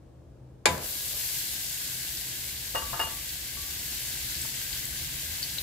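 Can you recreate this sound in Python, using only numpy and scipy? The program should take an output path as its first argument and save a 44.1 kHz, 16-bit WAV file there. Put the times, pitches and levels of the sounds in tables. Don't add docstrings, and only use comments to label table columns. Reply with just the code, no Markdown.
import sys
import numpy as np
from scipy import signal
from scipy.fft import rfft, irfft, next_fast_len
from scipy.io import wavfile
from scipy.ndimage import uniform_filter1d

SR = 44100
rng = np.random.default_rng(int(sys.argv[2]) if len(sys.argv) > 2 else 0)


def gain_from_db(level_db):
    decades = np.asarray(level_db, float) / 20
    return 10 ** decades


def log_audio(samples):
    frames = np.atleast_2d(samples).T
    limited = np.clip(frames, -1, 1)
    pcm = np.round(limited * 32767).astype(np.int16)
    wavfile.write(sys.argv[1], SR, pcm)


N = 247842
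SIZE = next_fast_len(N + SR)
HZ = np.arange(SIZE // 2 + 1) * SR / SIZE + 1e-3
TIME_S = np.arange(N) / SR

# frequency in Hz, level in dB per Hz.
KITCHEN_COLOUR = [(15, -44), (25, -28), (38, -10.5), (70, -4), (102, -14.5), (133, -9), (189, -18.5),
                  (291, -20.5), (333, -19), (382, -26.5), (461, -25), (513, -27), (1980, -51),
                  (7630, -56.5), (15800, -66)]
# centre in Hz, width in Hz, level in dB.
FAN = (126, 7, -57)
# centre in seconds, half length in seconds, added level in dB.
SHAKE = (2.93, 0.18, 5.3)
# frequency in Hz, t60 in seconds.
ROOM_T60 = [(100, 0.43), (600, 0.57), (1500, 0.42), (4000, 0.24), (12000, 0.18)]
# frequency in Hz, likeness 0 to 1.
ALIKE = [(60, 1), (130, 0.98), (290, 0.83), (640, 0.29), (1100, 0.08), (1700, 0.79), (3100, 0.21),
         (6000, 0)]
# frequency in Hz, left minus right in dB.
LEFT_DB = [(60, 1.5), (110, 3.5), (200, 1), (380, -1.5), (700, 1), (1290, 1.5), (2380, 1), (4400, 1),
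           (8120, 2.5), (15000, 4.5)]

# start in seconds, thud level in dB.
BOUNCES = [(2.7487, -22.5), (2.7526, -22.5), (2.7565, -22.5), (2.77, -28), (2.787, -32), (2.819, -29.5),
           (2.85, -50), (2.93, -27), (2.938, -26.5), (2.95, -37), (2.961, -30), (2.975, -32), (2.993, -21),
           (2.998, -22.5), (3.011, -21.5), (3.034, -29.5), (3.069, -31.5), (3.568, -43), (4.447, -39)]
# frequency in Hz, level in dB, t60 in seconds.
COUNTER_MODES = [(450, -26, .03), (600, 1, 0.017), (678, -7, 0.092), (800, -12, 0.054), (896, -2.5, 0.1),
                 (1050, -3, 0.028), (1217, -1.5, .05), (1380, -4, 0.034), (1680, -13, 0.093),
                 (1890, -13, 0.1)]
# frequency in Hz, t60 in seconds.
BOWL_MODES = [(2835, 0.83), (1148, 0.97), (4880, .2)]
# frequency in Hz, level in dB.
CLATTER_COLOUR = [(150, -25), (350, -7), (1000, 0.5), (1600, -4), (2400, -15), (5000, -19)]
# start in seconds, level in dB, free ringing in seconds.
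HIGH_RINGS = [
    (2.7526, -28.5, 0.039),
    (2.85, -46, .018),
    (2.931, -43, .041),
    (2.998, -25, 0.032),
    (3.037, -33.5, 0.023),
    (3.066, -42, .034),
]
# start in seconds, level in dB, free ringing in seconds.
LOW_RINGS = [
    (2.7576, -37, 0.046),
    (2.818, -38.5, 0.092),
    (3.011, -38.5, .18),
    (3.568, -49, .18),
]

# start in seconds, blow level in dB.
BLOWS = [
    (.6563, -2.5),
    (.6615, -11.5),
    (.6685, -19),
    (.778, -27),
]
# frequency in Hz, level in dB per Hz.
BLOW_COLOUR = [(210, -44), (350, 1.5), (957, 1), (2000, -8), (2540, -4), (4840, 0), (5840, -9), (7160, 1),
               (8000, -5), (9510, -6.5), (15000, -25)]
# frequency in Hz, level in dB, t60 in seconds.
POT_MODES = [(82.4, -19, 0.39), (117, -20, 0.38), (140, -17.5, 0.4), (170.8, -16.5, 0.32), (206, -20, 0.35),
             (260.5, -18, 0.31), (453, -20, 0.31), (536, -21, 0.41), (611, -18.5, 0.34), (679, -18.5, 0.49),
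             (854, -3, 0.085), (996.3, -9.5, 0.36), (1167, -8, 0.051), (1540, -15, 0.088),
             (1680, -15, 0.21), (2015, -11.5, 0.12), (2233, -5.5, 0.13), (2330, -15, 0.15),
             (2403, -4.5, 0.15), (2720, -11, 0.11), (3400, -4, 0.05), (3724, -12.5, 0.15)]

# time in seconds, level in dB.
FLOPS = [
    (.782, -42),
    (.85, -50.5),
    (1.142, -54),
]
# from seconds, to seconds, level in dB.
TRICKLE = (0.7, 1.35, -59)
# frequency in Hz, level in dB.
FLOP_COLOUR = [(150, -14), (350, -5), (600, -0.5), (900, -8), (1500, -14), (3000, -34)]
# start in seconds, peak in dB, pitch in Hz, t60 in seconds, left minus right in dB.
SPITS = [(2.1724, -23.5, 5040, .008, 1), (3.2923, -28.5, 4570, 0.018, 1), (3.71, -35, 3400, 0.013, 8),
         (4.3536, -30.5, 4660, .015, 13), (4.415, -22.5, 7750, .02, -0.5), (4.4274, -38, 4500, .015, 6),
         (4.4568, -36, 6000, 0.0055, 0), (4.7294, -29, 4510, 0.017, 10), (4.578, -29, 12000, .008, 0),
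         (4.8524, -29, 12100, .012, -9), (4.854, -22.5, 7900, 0.013, 2), (5.4288, -22, 4470, 0.022, 8.5),
         (5.438, -25, 4570, 0.016, 2), (5.483, -37, 4620, 0.027, 0), (5.499, -32, 4580, 0.018, 8),
         (5.5833, -25.5, 3300, 0.0057, 3), (5.5844, -23.5, 3960, 0.029, 6), (5.594, -33, 3780, .025, 0)]
# time in seconds, level in dB.
BOIL = [(0.68, -53), (0.72, -47), (0.8, -50), (0.84, -43.5), (1.08, -41.5), (1.27, -39), (1.44, -40.5),
        (1.82, -42), (2.17, -42), (2.34, -43.5), (2.81, -44), (3.51, -44), (3.89, -42.5), (4.02, -42),
        (4.53, -41.5), (5.15, -43.5), (5.62, -42)]
# frequency in Hz, level in dB per Hz.
SIZZLE_COLOUR = [(350, -18), (600, -12), (1340, -16.5), (1600, -4), (1830, -8.5), (2020, -3.5), (2440, -6),
                 (2690, -3), (4570, -0.5), (5770, -3), (7780, -0.5), (9170, -5.5), (12400, 0),
                 (15600, -6.5)]


def on_hz(table, hz=HZ):
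    f, v = np.transpose(table)
    return np.interp(np.log(hz), np.log(f), v)


def on_time(table):
    return np.interp(TIME_S, *np.transpose(table))


def shape(x, gain):
    return irfft(rfft(x, SIZE) * gain, SIZE)[..., :N]


def causal(gain):
    cepstrum = irfft(np.log(gain), SIZE)
    cepstrum[1:SIZE // 2] *= 2
    cepstrum[SIZE // 2 + 1:] = 0
    return np.exp(rfft(cepstrum))


def level(x, db):
    return x * gain_from_db(db) / np.sqrt(np.mean(x ** 2))


def add(out, start_s, sound):
    i = int(start_s * SR)
    out[:, i:i + sound.shape[1]] += sound[:, :N - i]


def ports(both, own, gain):
    alike = np.clip(on_hz(ALIKE), 0, 1)
    heard = rfft(both, SIZE) * np.sqrt(alike) + rfft(own, SIZE) * np.sqrt(1 - alike)
    return irfft(heard * gain, SIZE)[:, :N]


def walk(rate_hz):
    hold = int(SR / rate_hz)
    steps = np.repeat(rng.standard_normal(N // hold + 1), hold)
    return 1.39 * uniform_filter1d(uniform_filter1d(steps, hold), hold)[:N]


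def grains(rate_hz, spread_db):
    happens = rng.random(N) < rate_hz / SR
    size = happens * gain_from_db(spread_db * np.minimum(rng.exponential(size=N), 4))
    return level(size * rng.standard_normal((3, N)), 0)


def mode(t, hz, t60_s, phase=0):
    return np.sin(2 * np.pi * hz * t + phase) * gain_from_db(-60 * t / t60_s)


def kitchen():
    rumble_db, rise_db_per_s, hiss_db = -53, 1.31, -46
    fan_hz, fan_width_hz, fan_db = FAN
    shake_s, shake_half_s, shake_db = SHAKE
    noise = rng.standard_normal((6, N))
    air = level(ports(noise[0], noise[1:3], gain_from_db(on_hz(KITCHEN_COLOUR))), 0)
    deep = shape(air, 1 / (1 + (HZ / 300) ** 4))
    fan_band = 1 / (1 + (2 * (HZ - fan_hz) / fan_width_hz) ** 2)
    drone = level(ports(noise[3], noise[4:], fan_band), fan_db)
    shaking_db = shake_db * np.exp(-((TIME_S - shake_s) / shake_half_s) ** 2)
    deep_db = rumble_db + rise_db_per_s * TIME_S + shaking_db + 1.1 * walk(16)
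    return deep * gain_from_db(deep_db) + drone + (air - deep) * gain_from_db(hiss_db)


def room(gap_s=0.0027):
    noise = rfft(ports(rng.standard_normal(N), rng.standard_normal((2, N)), 1), SIZE)
    t, tail = TIME_S[:SR], 0
    for hz in 60 * 4. ** np.arange(5):
        band = np.clip(1 - abs(np.log2(HZ / hz)) / 2, 0, 1)
        tail = tail + irfft(noise * band, SIZE)[:, :SR] * gain_from_db(-60 * t / on_hz(ROOM_T60, hz))
    tail = tail * (1 - np.exp(-t / gap_s))
    return rfft(tail / np.sqrt(np.sum(tail ** 2) / 2), SIZE)


def rattle():
    high_still_db_per_s, low_still_db_per_s, wobble_db = 1500, 600, 0.9
    knocks, glass, rough = np.zeros((2, N)), np.zeros((2, N)), np.zeros((3, N))
    t = TIME_S[:SR // 2]
    soft, swing = 1 - np.exp(-t / 0.00054), 1 - np.exp(-t / 0.0013)
    touches = rng.standard_normal((len(BOUNCES), len(COUNTER_MODES), 2, 1))
    for (start_s, thud_db), touch in zip(BOUNCES, touches):
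        wood = 0
        for (hz, db, t60_s), phase in zip(COUNTER_MODES, touch):
            wood = wood + gain_from_db(db) * mode(t, hz, t60_s, 1.46 * phase)
        add(knocks, start_s, gain_from_db(thud_db - 8) * soft * wood)
        scrape = np.exp(-t / 0.0075) * rng.standard_normal((3, len(t)))
        add(rough, start_s, gain_from_db(thud_db + 8.5) * soft * scrape)
    for start_s, db, free_s in HIGH_RINGS:
        stilled = gain_from_db(db - high_still_db_per_s * np.maximum(t - free_s, 0))
        high = (mode(t, *BOWL_MODES[0]) + 0.16 * mode(t, *BOWL_MODES[2])) * stilled
        add(glass, start_s, np.outer([1.15, .8], high * swing))
    for start_s, db, free_s in LOW_RINGS:
        low = mode(t, *BOWL_MODES[1]) * gain_from_db(db - low_still_db_per_s * np.maximum(t - free_s, 0))
        add(glass, start_s, np.outer([1.2, .5], low * swing))
    clatter = ports(rough[0], rough[1:], causal(gain_from_db(on_hz(CLATTER_COLOUR))))
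    return knocks + clatter, glass * gain_from_db(wobble_db * walk(40))


def crack():
    edge, chatter, modes = np.zeros((2, N)), np.zeros((3, N)), np.zeros((2, N))
    t, blow_s = TIME_S[:SR // 2], BLOWS[0][0]
    click = mode(t, 1680, 0.0033) + .5 * mode(t, 5850, 0.0035)
    add(edge, blow_s, np.outer([-.95, .2], click * (1 - np.exp(-t / 0.00022))))
    for start_s, db in BLOWS:
        add(chatter, start_s + .0004, gain_from_db(db) * np.exp(-t / 0.004) * rng.standard_normal((3, len(t))))
    turns = rng.standard_normal((len(POT_MODES), 2, 1))
    for (hz, db, t60_s), turn in zip(POT_MODES, turns):
        phase = turn * min(hz / 900, 1)
        unrest = gain_from_db(2.7 * min(600 / hz, 1) * walk(40.5)[:len(t)])
        build_up = 1 - np.exp(-t * hz / 2)
        add(modes, blow_s, gain_from_db(db - 14.5) * unrest * mode(t, hz, t60_s, phase) * build_up)
    spray = ports(chatter[0], chatter[1:], causal(gain_from_db(on_hz(BLOW_COLOUR))))
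    return edge + gain_from_db(-0.5) * spray, modes


def flops():
    rise_s, fall_s = 0.021, 0.022
    from_s, to_s, trickle_db = TRICKLE
    pats = grains(rate_hz=1500, spread_db=2.5)
    weight = gain_from_db(trickle_db) * (TIME_S > from_s) * (TIME_S < to_s)
    for land_s, db in FLOPS:
        swell = np.exp(np.minimum((TIME_S - land_s) / rise_s, (land_s - TIME_S) / fall_s))
        weight = weight + gain_from_db(db) * swell
    return level(ports(pats[0], pats[1:], gain_from_db(on_hz(FLOP_COLOUR))), 0) * weight


def spits():
    out, t = np.zeros((2, N)), TIME_S[:SR // 10]
    detunes = rng.standard_normal((len(SPITS), 2, 1))
    for (start_s, db, hz, t60_s, pan_db), detune in zip(SPITS, detunes):
        pair = mode(t, hz * (1 + 0.008 * detune), t60_s)
        pair = pair + .5 * mode(t, hz * (1.06 + 0.0088 * detune), t60_s)
        snap = 0.47 * mode(t, 0.85 * hz, .005)
        gain = gain_from_db(db + np.array([[.5], [-.5]]) * pan_db)
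        add(out, start_s, gain * (pair + snap) * (1 - np.exp(-t / .00015)))
    return out


def sizzle():
    soak_s, soak_takes_s, splash_db = 0.83, 0.036, 0.5
    flare_db, flare_s, fine_db_per_s = 4, 0.32, 0.03
    mid_follow, large_follow, large_db_per_s = 0.78, 0.79, 0.27
    large_wait_db, large_takes_s = 3.8, .4
    main_db = on_time(BOIL)
    boil_db = main_db - np.median(main_db)
    since_s = np.maximum(TIME_S - soak_s, 0)
    soaked = np.clip(since_s / soak_takes_s, 0, 1)
    fine_db = flare_db * np.exp(-since_s / flare_s) + fine_db_per_s * (TIME_S - 3)
    mid_db = (mid_follow - 1) * boil_db
    large_db = (large_follow - 1) * boil_db + large_db_per_s * (TIME_S - 3)
    wait_db = large_wait_db * np.exp(-since_s / large_takes_s)
    snaps = gain_from_db(-12) * grains(rate_hz=2500, spread_db=3)
    swell_db, out = 0.47 * walk(30), 0
    for hz in 700 * 2 ** np.arange(0, 4.6, .5):
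        band = np.sqrt(np.clip(1 - 2 * abs(np.log2(HZ / hz)), 0, 1)) * gain_from_db(on_hz(SIZZLE_COLOUR))
        bursts = grains(rate_hz=2 * hz, spread_db=2.5) + snaps
        if hz > 9000:
            own_db = fine_db
        elif hz > 2900:
            own_db = mid_db
        else:
            own_db = large_db - wait_db * 1000 / hz
        if 5000 < hz < 9000:
            own_db = 0
        else:
            own_db = soaked * own_db + (1 - soaked) * splash_db
        out = out + ports(bursts[0], bursts[1:], band) * gain_from_db(own_db + swell_db + 0.48 * walk(17))
    start = np.clip((TIME_S - .657) / 0.024, 0, 1)
    return level(out, 8.06) * gain_from_db(main_db) * start


def scene():
    fry = sizzle() + flops() + spits()
    knocks, glass = rattle()
    edge, modes = crack()
    wet = gain_from_db(-10.5) * fry + gain_from_db(-9.5) * knocks + gain_from_db(-13) * glass
    wet = wet + gain_from_db(-6.5) * edge + gain_from_db(-11.5) * modes
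    return fry + knocks + glass + edge + modes + shape(wet, room()) + kitchen()


def roll_off(x):
    return signal.sosfilt(signal.butter(12, 16810, fs=SR, output="sos"), x)


def record(dry):
    lead_s, top_hz = 2 / 44100, 15640
    balance = gain_from_db(np.outer([.5, -.5], on_hz(LEFT_DB)))
    delay = np.exp(-2j * np.pi * np.outer([0, lead_s], HZ))
    rounded = np.tanh(shape(dry, balance * delay) / 1.6) * 1.598
    top_cut = causal(gain_from_db(-60 * np.clip((HZ - top_hz) / 120, 0, 1)))
    return roll_off(shape(rounded, top_cut))


dry = scene()
out = record(dry)
log_audio(out)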